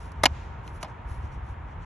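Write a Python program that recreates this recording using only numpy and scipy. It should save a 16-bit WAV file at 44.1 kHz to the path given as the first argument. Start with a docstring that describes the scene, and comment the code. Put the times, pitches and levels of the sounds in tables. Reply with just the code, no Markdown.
"""Stick and puck in an open field

Close to the microphone, a hockey stick bats a puck in the air: a hard double crack, then a lighter
clack as the blade meets it again. Each knock rings the stick and scatters off ground and trees.
Clothes and shoes rustle as the player turns. Low wind buffets the microphone over a far-off rush."""
import sys
import numpy as np
from scipy import signal
from scipy.fft import rfft, irfft
from scipy.io import wavfile
from scipy.ndimage import uniform_filter1d

SR = 44100
rng = np.random.default_rng(int(sys.argv[2]) if len(sys.argv) > 2 else 0)


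def inscribe(sig):
    """Save sig as 16-bit PCM at rate SR to the path in sys.argv[1].

    A 1-D sig is mono; a 2-D sig holds one channel per row.
    Samples are clipped to [-1, 1] before scaling.
    """
    pcm = np.round(np.clip(np.atleast_2d(sig).T, -1, 1) * 32767)
    wavfile.write(sys.argv[1], SR, pcm.astype(np.int16))


N = 81585
TIME = np.arange(N) / SR
CRACK_RISE_S, TREBLE_HZ = 0.00052, 4500

# contacts on the stick, from hard puck hits to faint ticks:
# t/s, level/dB, place on the blade (0-1), body/dB, bite/dB, treble/dB, crack t60 at TREBLE_HZ/s
KNOCKS = [(0.1178, -45.5, 0.7, 6, -13, 5, 0.031), (0.234, -13, 0, -5, -3, -0.5, 0.018),
          (0.2364, -7, 0.05, 3.5, -5, 1.5, 0.016), (0.2429, -21.5, .4, -1.5, 8, 1, 0.027),
          (0.2556, -2, 0.65, 1, 0, -1.5, 0.024), (0.2593, -8, 1, -12, 6.5, -9, 0.02),
          (0.6769, -34.5, 0.75, -25, 2.5, -4, 0.01), (0.8283, -25, 0.99, -1, 0, 0.5, 0.027),
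          (0.8314, -30.5, 0.26, 12, -19, -11, 0.025), (0.8432, -39, .8, -14, 1.5, -5, .022),
          (0.8455, -32.5, .8, 8, -0.5, -20, 0.078)]
# how alike distant sound is in the two channels: f/Hz, likeness (0-1)
FIELD_LIKENESS = [(150, 0.91), (350, 0.79), (700, 0.21), (1200, 0.31), (2300, 0.73), (5000, 0.14),
                  (10000, .1)]


def from_db(db):
    """Decibels to gain."""
    return 10 ** (np.asarray(db) / 20)


def unit_power(x):
    """Scale to an RMS of one."""
    return x / np.sqrt(np.mean(x ** 2) + 1e-20)


def in_time(points):
    """Read a curve at every sample."""
    return np.interp(TIME, *np.transpose(points))


def at_hz(points, hz):
    """Read a curve on a log-frequency axis."""
    f, value = np.transpose(points)
    return np.interp(np.log(np.maximum(hz, 1)), np.log(f), value)


def noise(spectrum):
    """Unit-power noise of a given colour, falling away below its lowest point."""
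    hz = np.arange(N + 1) * SR / (2 * N)
    gain = from_db(at_hz(spectrum, hz)) * np.minimum(hz / spectrum[0][0], 1) ** 2
    return unit_power(irfft(rfft(rng.standard_normal(2 * N)) * gain)[:N])


def stereo_noise(spectrum, likeness):
    """Coloured noise with a left-right likeness per frequency."""
    alike = np.clip(at_hz(likeness, np.arange(N // 2 + 1) * SR / N), -1, 1)
    mid = np.sqrt((1 + alike) / 2) * rfft(noise(spectrum))
    side = np.sqrt((1 - alike) / 2) * rfft(noise(spectrum))
    return irfft([mid + side, mid - side], N)


def ring(clicks, hz, t60):
    """A unit click sets a sine of height 1 ringing."""
    r, w = from_db(-60 / (t60 * SR)), 2 * np.pi * hz / SR
    return signal.lfilter([0, np.sin(w)], [1, -2 * r * np.cos(w), r * r], clicks + 1e-18)


def burst(start, rise, hold, t60):
    """Envelope: linear rise, hold, exponential decay."""
    t = TIME - start
    return np.clip(t / rise, 0, 1) * np.exp(-np.log(1000) * np.clip((t - rise - hold) / t60, 0, 2))


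def far_rush():
    """A wide steady rush, as of wind in trees or a distant road."""
    # loudness of the rush: t/s, level/dB
    level = [(0, -44.5), (.5, -44), (1.0, -44), (1.45, -44), (1.6, -45), (1.85, -44.5)]
    # its colour: f/Hz, relative level/dB
    colour = [(120, 10.5), (250, -5), (380, -4), (600, -6), (770, -1), (850, -2.5), (925, 5), (1000, -1),
              (1150, -3), (1700, -8.5), (2400, -15), (3400, -24), (4800, -39), (7000, -39.5), (9000, -54.5),
              (10500, -44), (12500, -60.5), (16000, -81)]
    return from_db(in_time(level)) * stereo_noise(colour, FIELD_LIKENESS)


def wind_on_microphone():
    """Gusts and short buffets over a steady rumble, nearly the same in both channels."""
    # strength of the gusts: t/s, level/dB
    gusts = [(0, -42), (.07, -39.5), (.14, -48), (.19, -35), (.3, -36), (.38, -40.5), (.46, -38.5),
             (.62, -42), (.72, -40), (.86, -44), (.92, -47.5), (1.03, -42.5), (1.2, -41), (1.42, -42),
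             (1.56, -44), (1.66, -37), (1.71, -49.5), (1.76, -36.5), (1.85, -41.5)]
    # single buffets: t/s, peak level/dB
    buffets = [(0.323, -29), (1.069, -32), (1.121, -30), (1.19, -31), (1.247, -30.5), (1.377, -31.5),
               (1.437, -31.5), (1.515, -28.5)]
    # colour of gusts and buffets: f/Hz, relative level/dB
    wind_colour = [(20, -27), (32, -14.5), (48, -0.5), (64, 3), (88, -3), (120, -14), (170, -25),
                   (260, -32.5), (400, -43.5), (1500, -81.5)]
    # colour of the rumble: f/Hz, relative level/dB
    rumble_colour = [(45, -13.5), (65, 1.5), (90, 4), (125, -1.5), (160, -5.5), (220, -14), (350, -25),
                     (800, -67)]
    likeness, buffet_s = [(1, 0.99)], 0.011
    air = stereo_noise(wind_colour, likeness)
    air /= np.sqrt(uniform_filter1d(np.mean(air ** 2, axis=0), int(.025 * SR)))  # even out over 25 ms
    buffet_power = sum(from_db(db) ** 2 * np.exp(-((TIME - t) / buffet_s) ** 2) for t, db in buffets)
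    force = np.sqrt(from_db(in_time(gusts)) ** 2 + buffet_power)
    return force * air + from_db(-47.5) * stereo_noise(rumble_colour, likeness)


def field_echo():
    """The ground scatters the knocks at once; the trees answer later and longer."""
    # colour of the scatter: f/Hz, relative level/dB
    colour = [(150, 17), (700, -7.5), (2500, 3), (5000, -8), (7000, -9), (9000, -37), (10500, -32),
              (13000, -43)]
    power = 0
    for t, db, *_ in KNOCKS:
        ground = from_db(db - 49.5) * burst(t, CRACK_RISE_S, hold=0, t60=.3)
        trees = from_db(db - 52) * burst(t + 0.056, rise=0.055, hold=0, t60=1)
        power += ground ** 2 + trees ** 2
    return np.sqrt(power) * stereo_noise(colour, FIELD_LIKENESS)


def rustle():
    """Each slide of cloth or sole swells and fades: a soft hiss with fine sandy grit on top."""
    # slides: peak t/s, rise/s, fall/s, hiss level/dB, grit level/dB
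    scuffs = [(0.04, 0.19, 0.038, -62.5, -61.5), (0.381, 0.15, 0.072, -68, -74.5),
              (0.68, 0.026, 0.026, -65, -65.5), (0.765, 0.02, 0.015, -63.5, -60.5),
              (0.82, 0.0087, 0.0052, -58, -57), (0.883, 0.012, 0.03, -68, -77),
              (1.109, 0.023, 0.049, -63, -60), (1.25, .025, 0.026, -66.5, -73.5),
              (1.334, 0.015, .025, -65, -73), (1.50, 0.039, 0.026, -68, -71),
              (1.71, .025, .025, -73.5, -82.5), (1.835, 0.019, .04, -67, -78.5)]
    # colour of the hiss: f/Hz, relative level/dB
    hiss_colour = [(2000, 2), (3500, -1.5), (4800, -0.5), (5800, 1.5), (7200, -4), (8200, -1), (9100, -23),
                   (12000, -34)]
    # colour of the grit: f/Hz, relative level/dB
    grit_colour = [(8000, -25.5), (9400, -16), (10000, 6), (11000, -5), (11800, -17.5), (13000, -24.5),
                   (15000, -39.5)]
    grains_per_s, grain_db = 900, 2
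    grains = rng.standard_normal(int(grains_per_s * N / SR))
    flicker = from_db(grain_db * np.interp(TIME * grains_per_s, np.arange(len(grains)), grains))
    hiss, grit = 0, 0
    for t, rise, fall, hiss_db, grit_db in scuffs:
        swell = np.exp(-.5 * ((TIME - t) / np.where(TIME < t, rise, fall)) ** 2)
        hiss += from_db(hiss_db) * swell
        grit += from_db(grit_db - 2.5) * swell
    return flicker * (hiss * noise(hiss_colour) + grit * noise(grit_colour))


def knock_gains(hz):
    """Strength of each knock at one frequency: a low shelf, a bell and a high shelf shape it."""
    _, db, _, body_db, bite_db, treble_db, _ = np.transpose(KNOCKS)
    body = 1 / (1 + (hz / 1200) ** 4)
    bite = np.exp(-(np.log2(hz / 2947) / .5) ** 2)
    treble = 1 / (1 + (TREBLE_HZ / hz) ** 4)
    return from_db(db + body_db * body + bite_db * bite + treble_db * treble)


def stick_ring():
    """Each knock rings the stick's modes, weighted by where the puck lands."""
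    # modes of the stick: f/Hz, level struck at place 0/dB, level struck at place 1/dB, t60/s
    modes = [(252, -29, -28, 0.079), (636, -0.5, -20.5, 0.034), (770, -16, -7.5, 0.039),
             (1011, -11.5, -2, .035), (1250, -11, -9, 0.0353), (1701, -12.5, -10.5, .03),
             (1902, 2, -13.5, 0.023), (2152, -7.5, -10, .03), (2420, -19.5, -9.5, 0.029),
             (2914, -18.5, 1, 0.017), (3193, -24.5, -4.5, 0.014), (3690, -16, -16, 0.015),
             (4010, -18, -10, 0.016), (4216, -22, -9.5, .025), (5127, -6, -17, .02),
             (5867, -14, -13.5, .022), (6670, -20, -14.5, 0.017), (10205, -6, -8, 0.0098),
             (10850, -23.5, -17, 0.0074)]
    times, _, place, *_ = np.transpose(KNOCKS)
    contact_s, out = .0004, np.zeros(N)
    for k, (hz, db_0, db_1, t60) in enumerate(modes):
        clicks = np.zeros(N)
        clicks[(times * SR).astype(int)] = knock_gains(hz) * from_db(db_0 + place * (db_1 - db_0))
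        # taking away a fast-dying ring lets the mode build up during the contact
        mode = ring(clicks, hz, t60) - ring(clicks, hz, contact_s * np.log(1000))
        out += (-1) ** k * mode
    return from_db(-4.5) * out


def blade_crack():
    """A sharp snap, then countless close modes of the blade's shell: a noise burst in each band."""
    # colour of the crack: f/Hz, relative level/dB
    spectrum = [(100, 0), (250, -1.5), (420, -9), (750, 8.5), (1500, -3), (3000, -3), (5500, 0.5),
                (7500, -11.5), (9100, -12), (10500, -3.5), (11600, -16), (12600, -37), (15000, -48)]
    shell_db, snap_db, hold_s = -7, 3, 0.00064
    times, *_, t60s = np.transpose(KNOCKS)
    edges = np.geomspace(100, 15000, 21)
    centres = np.sqrt(edges[1:] * edges[:-1])
    colour = from_db(at_hz(spectrum, centres))
    share = colour * np.sqrt(np.diff(edges))
    share /= np.linalg.norm(share)
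    out = np.zeros(N)
    for k, hz in enumerate(centres):
        band = signal.butter(2, edges[k:k + 2], "band", fs=SR, output="sos")
        gains, clicks = knock_gains(hz), np.zeros(N)
        clicks[(times * SR).astype(int)] = gains
        snap = (-1) ** k * signal.sosfilt(band, clicks + 1e-18)
        stretch = (TREBLE_HZ / hz) ** 0.25  # the lows rise more slowly and last longer
        power = sum((gain * burst(t, CRACK_RISE_S * stretch, hold_s, t60 * stretch)) ** 2
                    for t, gain, t60 in zip(times, gains, t60s))
        shell = np.sqrt(power) * unit_power(signal.sosfilt(band, rng.standard_normal(N)))
        out += from_db(shell_db) * share[k] * shell + from_db(snap_db) * colour[k] * snap
    return out


def from_the_left(x):
    """A near source reaches the microphone's left port a little before the right."""
    # lag of the right port: f/Hz, phase/rad
    port_phase = [(0, 0), (2070, 0.45), (3300, 1.0), (3900, 0.65), (4700, 2.1), (5150, 4.7), (5770, 6.2),
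                  (9100, 9.4), (10900, 11.1), (11400, 12.0), (12100, 12.55), (14000, 12.6)]
    lag = np.interp(np.arange(N + 1) * SR / (2 * N), *np.transpose(port_phase))
    left = rfft(x, 2 * N)
    return irfft([left, left * np.exp(-1j * lag)])[:, :N]


def scene():
    """Player and stick close by on the left, the open field all around."""
    player = stick_ring() + blade_crack() + rustle()
    return from_the_left(player) + field_echo() + wind_on_microphone() + far_rush()


def record(dry):
    """The microphone's top rolls off, peaks are rounded, the ends fade, the highest treble is cut."""
    mic_top_hz, cutoff_hz, fade_s = 11130, 15000, .004
    heard = signal.sosfilt(signal.butter(12, mic_top_hz, fs=SR, output="sos"), dry)
    fade = np.clip(np.minimum(TIME, TIME[::-1]) / fade_s, 0, 1)
    treble_cut = signal.cheby2(12, 70, cutoff_hz, fs=SR, output="sos")
    return signal.sosfilt(treble_cut, fade * np.tanh(heard))


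dry = scene()
out = record(dry)
inscribe(out)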